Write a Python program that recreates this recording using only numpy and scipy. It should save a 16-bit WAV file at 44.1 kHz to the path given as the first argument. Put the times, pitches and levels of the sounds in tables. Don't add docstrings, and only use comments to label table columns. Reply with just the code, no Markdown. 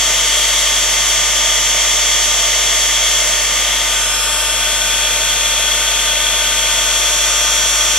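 import sys
import numpy as np
from scipy.fft import rfft, irfft, next_fast_len
from scipy.io import wavfile
from scipy.ndimage import map_coordinates

SR = 44100
rng = np.random.default_rng(int(sys.argv[2]) if len(sys.argv) > 2 else 0)


def to_wav(s):
    ch = np.atleast_2d(s).T
    pcm = np.round(np.clip(ch, -1, 1) * 32767)
    wavfile.write(sys.argv[1], SR, pcm.astype(np.int16))


N = 351918
MAINS_HZ, TOP_HZ = 50, 15720

# time_s, position (0 top of the card, 1 bottom)
NOZZLE_AIM = [(3.0, 0.092), (3.4, 0.014), (3.85, 0.15), (4.3, 0.84), (4.6, 0.79)]
# time_s, tip (0 square to the card, 1 tipped)
NOZZLE_TIP = [(3.751, 0), (4.1, 0.77), (4.38, 0.96), (4.62, 0.4), (5.25, 0)]
# time_s, tilt (0 level, 1 tilted)
TOOL_TILT = [(.6, 0.32), (.95, 0.09), (6.45, 0), (7.15, 0.72), (7.6, 0.93)]
# centre_s, half_length_s, ring_db, hiss_db, shrill_db
HAND_SWAYS = [(.45, .35, 1.5, 1, -2), (2.0, 0.74, 0, -.5, 1.3), (3.44, 0.19, -3.5, -0.5, -1),
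              (3.756, 0.22, 0.5, -1.5, -2.5), (6.25, .4, 1, 0.2, -0.7)]
# top_db, bottom_added_db, tipped_added_db, tilted_added_db
RUSH_FADER = (-24, 0.33, -0.6, -0.05)
RING_FADER = (-21, -0.65, -4.5, -1.5)
HISS_FADER = (-26, 1.35, 0.5, 1.5)
SHRILL_FADER = (0, 0, -4, 7)
# mains_harmonic, level_db
HUM_PARTIALS = [(1, -33), (2, -64), (3, -52.5), (5, -55)]
# frequency_hz, relative_db
AIR_COLOUR = [(70.0, -76.5), (140.0, -67.5), (300.0, -69.5), (500.0, -61.5), (1000.0, -67), (2800.0, -65),
              (5000.0, -62.5), (8000.0, -57), (10500.0, -60), (13000.0, -65.5), (15500.0, -74.5)]
# centre_hz, width_hz, top_db, bottom_db, tipped_db
BARREL_RESONANCES = [(647, 137, 8.5, 8.5, 7), (1144, 420, 8.5, 6, 7), (1490, 280, 3, 10, 10.5),
                     (2092, 536, 14.5, 9, 6.5), (2460, 210, 0, 8.5, 6.5), (3280, 625, 16, 3.5, 14),
                     (3372, 430, 0, 14, 2.5), (4500, 190, 8, 4, -6), (4940, 450, 2.5, -3.5, 4),
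                     (6480, 1600, 9, 2.5, 3), (7550, 350, 9, 4.5, 8), (8550, 280, 3, 5.5, 3),
                     (9500, 590, 4, 1, 7), (10700, 450, 3, 5, 2.5), (12900, 760, 0, -1, -7)]
# frequency_hz, likeness (1 or more is mono)
AIR_LIKENESS = [(150, 0.7), (600, 3.2), (1300, 0.6), (3300, 1.12), (4200, -0.04), (5200, 0.9), (7200, -0.7),
                (9000, -0.4), (14000, -0.36)]
# frequency_hz, left_minus_right_db
STEREO_LEAN = [(200, 3.5), (600, 2.5), (1300, 1), (2300, 1.5), (3300, 3.5), (5000, -1.5), (6200, 0.5),
               (7400, -1.5), (8600, 5.5), (9200, 1.5), (10200, 5.5), (11000, 4.5), (12000, 7), (14000, 1.5)]
# centre_hz, width_hz, tipped_db, tilted_db
GAP_AIR_EQ = [(1240, 270, 1.5, 3.5), (4840, 400, -1.5, 0.5), (7320, 220, 1, 3), (9900, 830, 0, 1.5),
              (10700, 200, 2, -1)]
GAP_WHINE_EQ = [(1250, 120, 3, 2), (5410, 140, 9, 0.5), (6100, 310, -3.5, -0.5), (7300, 150, 5.5, 5),
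                (9150, 400, 9, -6), (10700, 180, 5, -4)]
# time_s, turns_per_s
SHAFT_SPEED = [(0, 100.48), (2, 100.38), (5, 100.57), (8, 100.56)]
# pitch_hz, top_db, bottom_db
POLE_COMB = [(298, -52.5, -53.5), (560, -37.5, -34.5), (1200, -37.5, -38.5), (1490, -40, -37),
             (2180, -43, -40.5), (2390, -44, -34), (3030, -32, -43), (3600, -48, -50), (3830, -40, -43),
             (5230, -37.5, -36.5), (7900, -50, -50), (8800, -52, -39), (9500, -34, -43), (10300, -45, -45),
             (10800, -42.5, -43), (11900, -50, -49.5), (15600, -58, -66)]
# pitch_hz, level_db
UNEVEN_POLES = [(100, -72.5), (1500, -52.5), (3300, -52.5), (4700, -57), (5600, -43.5), (6700, -46),
                (7400, -36.5), (8100, -49), (9600, -66), (12000, -49.5), (15500, -63)]
# pole_harmonic, top_left_db, top_right_db, bottom_left_db, bottom_right_db
MOTOR_WHISTLES = [(3, -40, -37, -31.5, -33.5), (6, -30, -33.5, -32.5, -53.5), (9, -27.5, -42, -32.5, -36.5),
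                  (11, -44, -35.5, -23.5, -50), (15, -31.5, -40, -34.5, -38.5), (16, -32, -39, -47.5, -49),
                  (18, -30.5, -35.5, -39.5, -34.5), (19, -24, -24, -35, -40), (20, -30, -31, -33.5, -24.5),
                  (21, -47, -19, -26, -21), (22, -29.5, -27.5, -27, -26), (23, -42, -27.5, -29.5, -28),
                  (24, -34, -30, -33, -32), (25, -25.5, -28, -29.5, -27)]
# pitch_hz, top_degrees, bottom_degrees
EAR_PHASE = [(3000, 12, 14), (4330, 22, 87), (5580, 110, 120), (5980, 56, 89), (6200, 79, 122),
             (6870, 108, 204), (7660, 115, 127), (9500, 134, 50), (14000, 110, 105)]


def amp(db):
    return 10 ** (np.asarray(db) / 20)


def unit(pair):
    return pair / np.sqrt(np.mean(pair.mean(0) ** 2) + 1e-20)


def along(points, hz, column=1):
    table = np.transpose(points)
    return np.interp(np.log(hz + 1), np.log(table[0] + 1), table[column])


def curve(rows):
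    return np.interp(np.arange(N) / SR, *np.transpose(rows))


def wobble(rate):
    return map_coordinates(rng.standard_normal(int(N * rate / SR) + 4), [np.arange(N) * rate / SR])


def filtered(x, response):
    size = next_fast_len(N + SR // 4)
    return irfft(rfft(x, size) * response(np.fft.rfftfreq(size, 1 / SR)), size)[..., :N]


def band(x, low_hz, high_hz):
    return filtered(x, lambda f: ((1 + (low_hz / (f + 1)) ** 24) * (1 + (f / high_hz) ** 24)) ** -.5)


def crossfade(first, second, rows):
    share = np.clip(curve(rows), 0, 1)
    return np.sqrt(1 - share) * first + np.sqrt(share) * second


def narrowed(pair, rows, side_db):
    mid = pair.mean(0)
    return mid + (pair - mid) * amp(side_db * curve(rows))


def lean_db(hz):
    return along(STEREO_LEAN, hz) * np.array([[.5], [-.5]])


def pose_gain(fader, sway_db=0):
    top_db, bottom_db, tipped_db, tilted_db = fader
    aim, tip, tilt = map(curve, (NOZZLE_AIM, NOZZLE_TIP, TOOL_TILT))
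    return amp(top_db + bottom_db * aim + tipped_db * tip + tilted_db * tilt + sway_db)


def hand_sways():
    t = np.arange(N) / SR
    return sum(np.outer(dbs, np.exp(-((t - s) / half_s) ** 2)) for s, half_s, *dbs in HAND_SWAYS)


def card_gap(x, bands):
    def change(f):
        db = sum(np.outer(dbs, np.exp(-((f - hz) / width_hz) ** 2)) for hz, width_hz, *dbs in bands)
        return amp(db)[:, None] - 1
    tipped, tilted = filtered(x, change)
    return x + curve(NOZZLE_TIP) * tipped + curve(TOOL_TILT) * tilted


def mains_hum(pan_db=3.0):
    t = np.arange(N) / SR
    tone = sum(np.sqrt(2) * amp(db) * np.sin(2 * np.pi * (harmonic * MAINS_HZ * t + rng.random()))
               for harmonic, db in HUM_PARTIALS)
    return tone * amp([[pan_db], [-pan_db]])


def turbulence(pose, ripple_db=2.46, ripple_hz=170):
    def colour(f):
        db = along(AIR_COLOUR, f)
        for hz, width_hz, *peak_db in BARREL_RESONANCES:
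            db += peak_db[pose] / (1 + (2 * (f - hz) / width_hz) ** 2)
        ripple = np.array([map_coordinates(rng.standard_normal(512), [f / ripple_hz]) for _ in range(2)])
        spread = np.arccos(np.clip(along(AIR_LIKENESS, f), -1, 1)) / 2
        return amp(db + ripple_db * ripple * (f > 3800)) * [np.cos(spread), np.sin(spread)]
    mid, side = filtered(rng.standard_normal((2, N)), colour)
    return np.array([mid + side, mid - side])


def desk_bounce(pair, delay_s=0.0018, slide_s=0.000325, ears_s=.00011, strength=0.28):
    t = np.arange(N) / SR
    delay = delay_s + slide_s * (curve(NOZZLE_AIM) - curve(TOOL_TILT) / 2)
    bounce = np.array([np.interp(t - delay - ear * ears_s, t, x) for ear, x in enumerate(pair)])
    return pair + strength * bounce


def airflow(turns, ring_sway_db, hiss_sway_db, chop=0.23, swing_db=1.5, waver_db=0.7):
    flow = crossfade(turbulence(0), turbulence(1), NOZZLE_AIM)
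    flow = crossfade(flow, turbulence(2), NOZZLE_TIP)
    flow = filtered(flow, lambda f: amp(lean_db(f)))
    rush = pose_gain(RUSH_FADER) * unit(band(flow, 65, 2760))
    pan_db = swing_db * (curve(NOZZLE_AIM) - .5) * np.array([[1], [-1]])
    ring = pose_gain(RING_FADER, ring_sway_db + pan_db) * unit(band(flow, 2910, 3840))
    hiss = desk_bounce(band(flow, 3940, 20000))
    hiss *= 1 + chop * np.cos(2 * np.pi * 3 * turns)
    hiss = unit(narrowed(hiss, NOZZLE_AIM, side_db=-5.0))
    hiss *= pose_gain(HISS_FADER, hiss_sway_db + waver_db * wobble(25))
    return rush + ring + hiss


def shaft_turns(drift=.0005, flutter=0.000495, tremor=0.00094):
    tremble = 1 + drift * wobble(3) + flutter * wobble(25) + tremor * wobble(160)
    return np.cumsum(curve(SHAFT_SPEED) * tremble) / SR


def pole_pulses(turns, phase, place, shaft_hz=100.5, size=8192, scatter_db=2.0):
    order = np.arange(1, len(phase) + 1)
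    hz = order * shaft_hz
    db = np.where(order % 3, along(UNEVEN_POLES, hz), along(POLE_COMB, hz, column=place)) + lean_db(hz)
    db += scatter_db * rng.standard_normal((2, len(order))) * hz / 8000
    for harmonic, *ears_db in MOTOR_WHISTLES:
        db[:, 3 * harmonic - 1] = ears_db[2 * place - 2:2 * place]
    ear_shift = np.radians(along(EAR_PHASE, hz, column=place)) / 2
    partials = amp(db) * np.exp(1j * (phase + np.array([ear_shift, -ear_shift])))
    one_turn = irfft(np.pad(partials, ((0, 0), (1, 0))), size) * size / np.sqrt(2)
    return np.array([np.interp(turns, np.arange(size) / size, ear, period=1) for ear in one_turn])


def motor_whine(turns, shrill_sway_db, chirp=.028, smear=0.43, lag_turns=0.0887, closing_turns=0.023):
    order = np.arange(1, 157)
    scatter = np.where(order % 3, np.pi, smear)
    phase = chirp * order ** 2 + scatter * rng.standard_normal(len(order))
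    late_turns = turns - lag_turns + closing_turns * curve(NOZZLE_AIM)
    top = pole_pulses(turns, phase, place=1)
    bottom = pole_pulses(late_turns, phase, place=2)
    tone = crossfade(top, bottom, NOZZLE_AIM)
    shrill = band(tone, low_hz=5250, high_hz=7300)
    beam = narrowed(shrill, TOOL_TILT, side_db=-7) * pose_gain(SHRILL_FADER, shrill_sway_db)
    return tone - shrill + beam


def scene():
    turns = shaft_turns()
    ring_db, hiss_db, shrill_db = hand_sways()
    whine = card_gap(motor_whine(turns, shrill_db), GAP_WHINE_EQ)
    air = card_gap(airflow(turns, ring_db, hiss_db), GAP_AIR_EQ)
    return mains_hum() + air + whine


def record(dry):
    return filtered(dry, lambda hz: hz < TOP_HZ)


dry = scene()
out = record(dry)
to_wav(out)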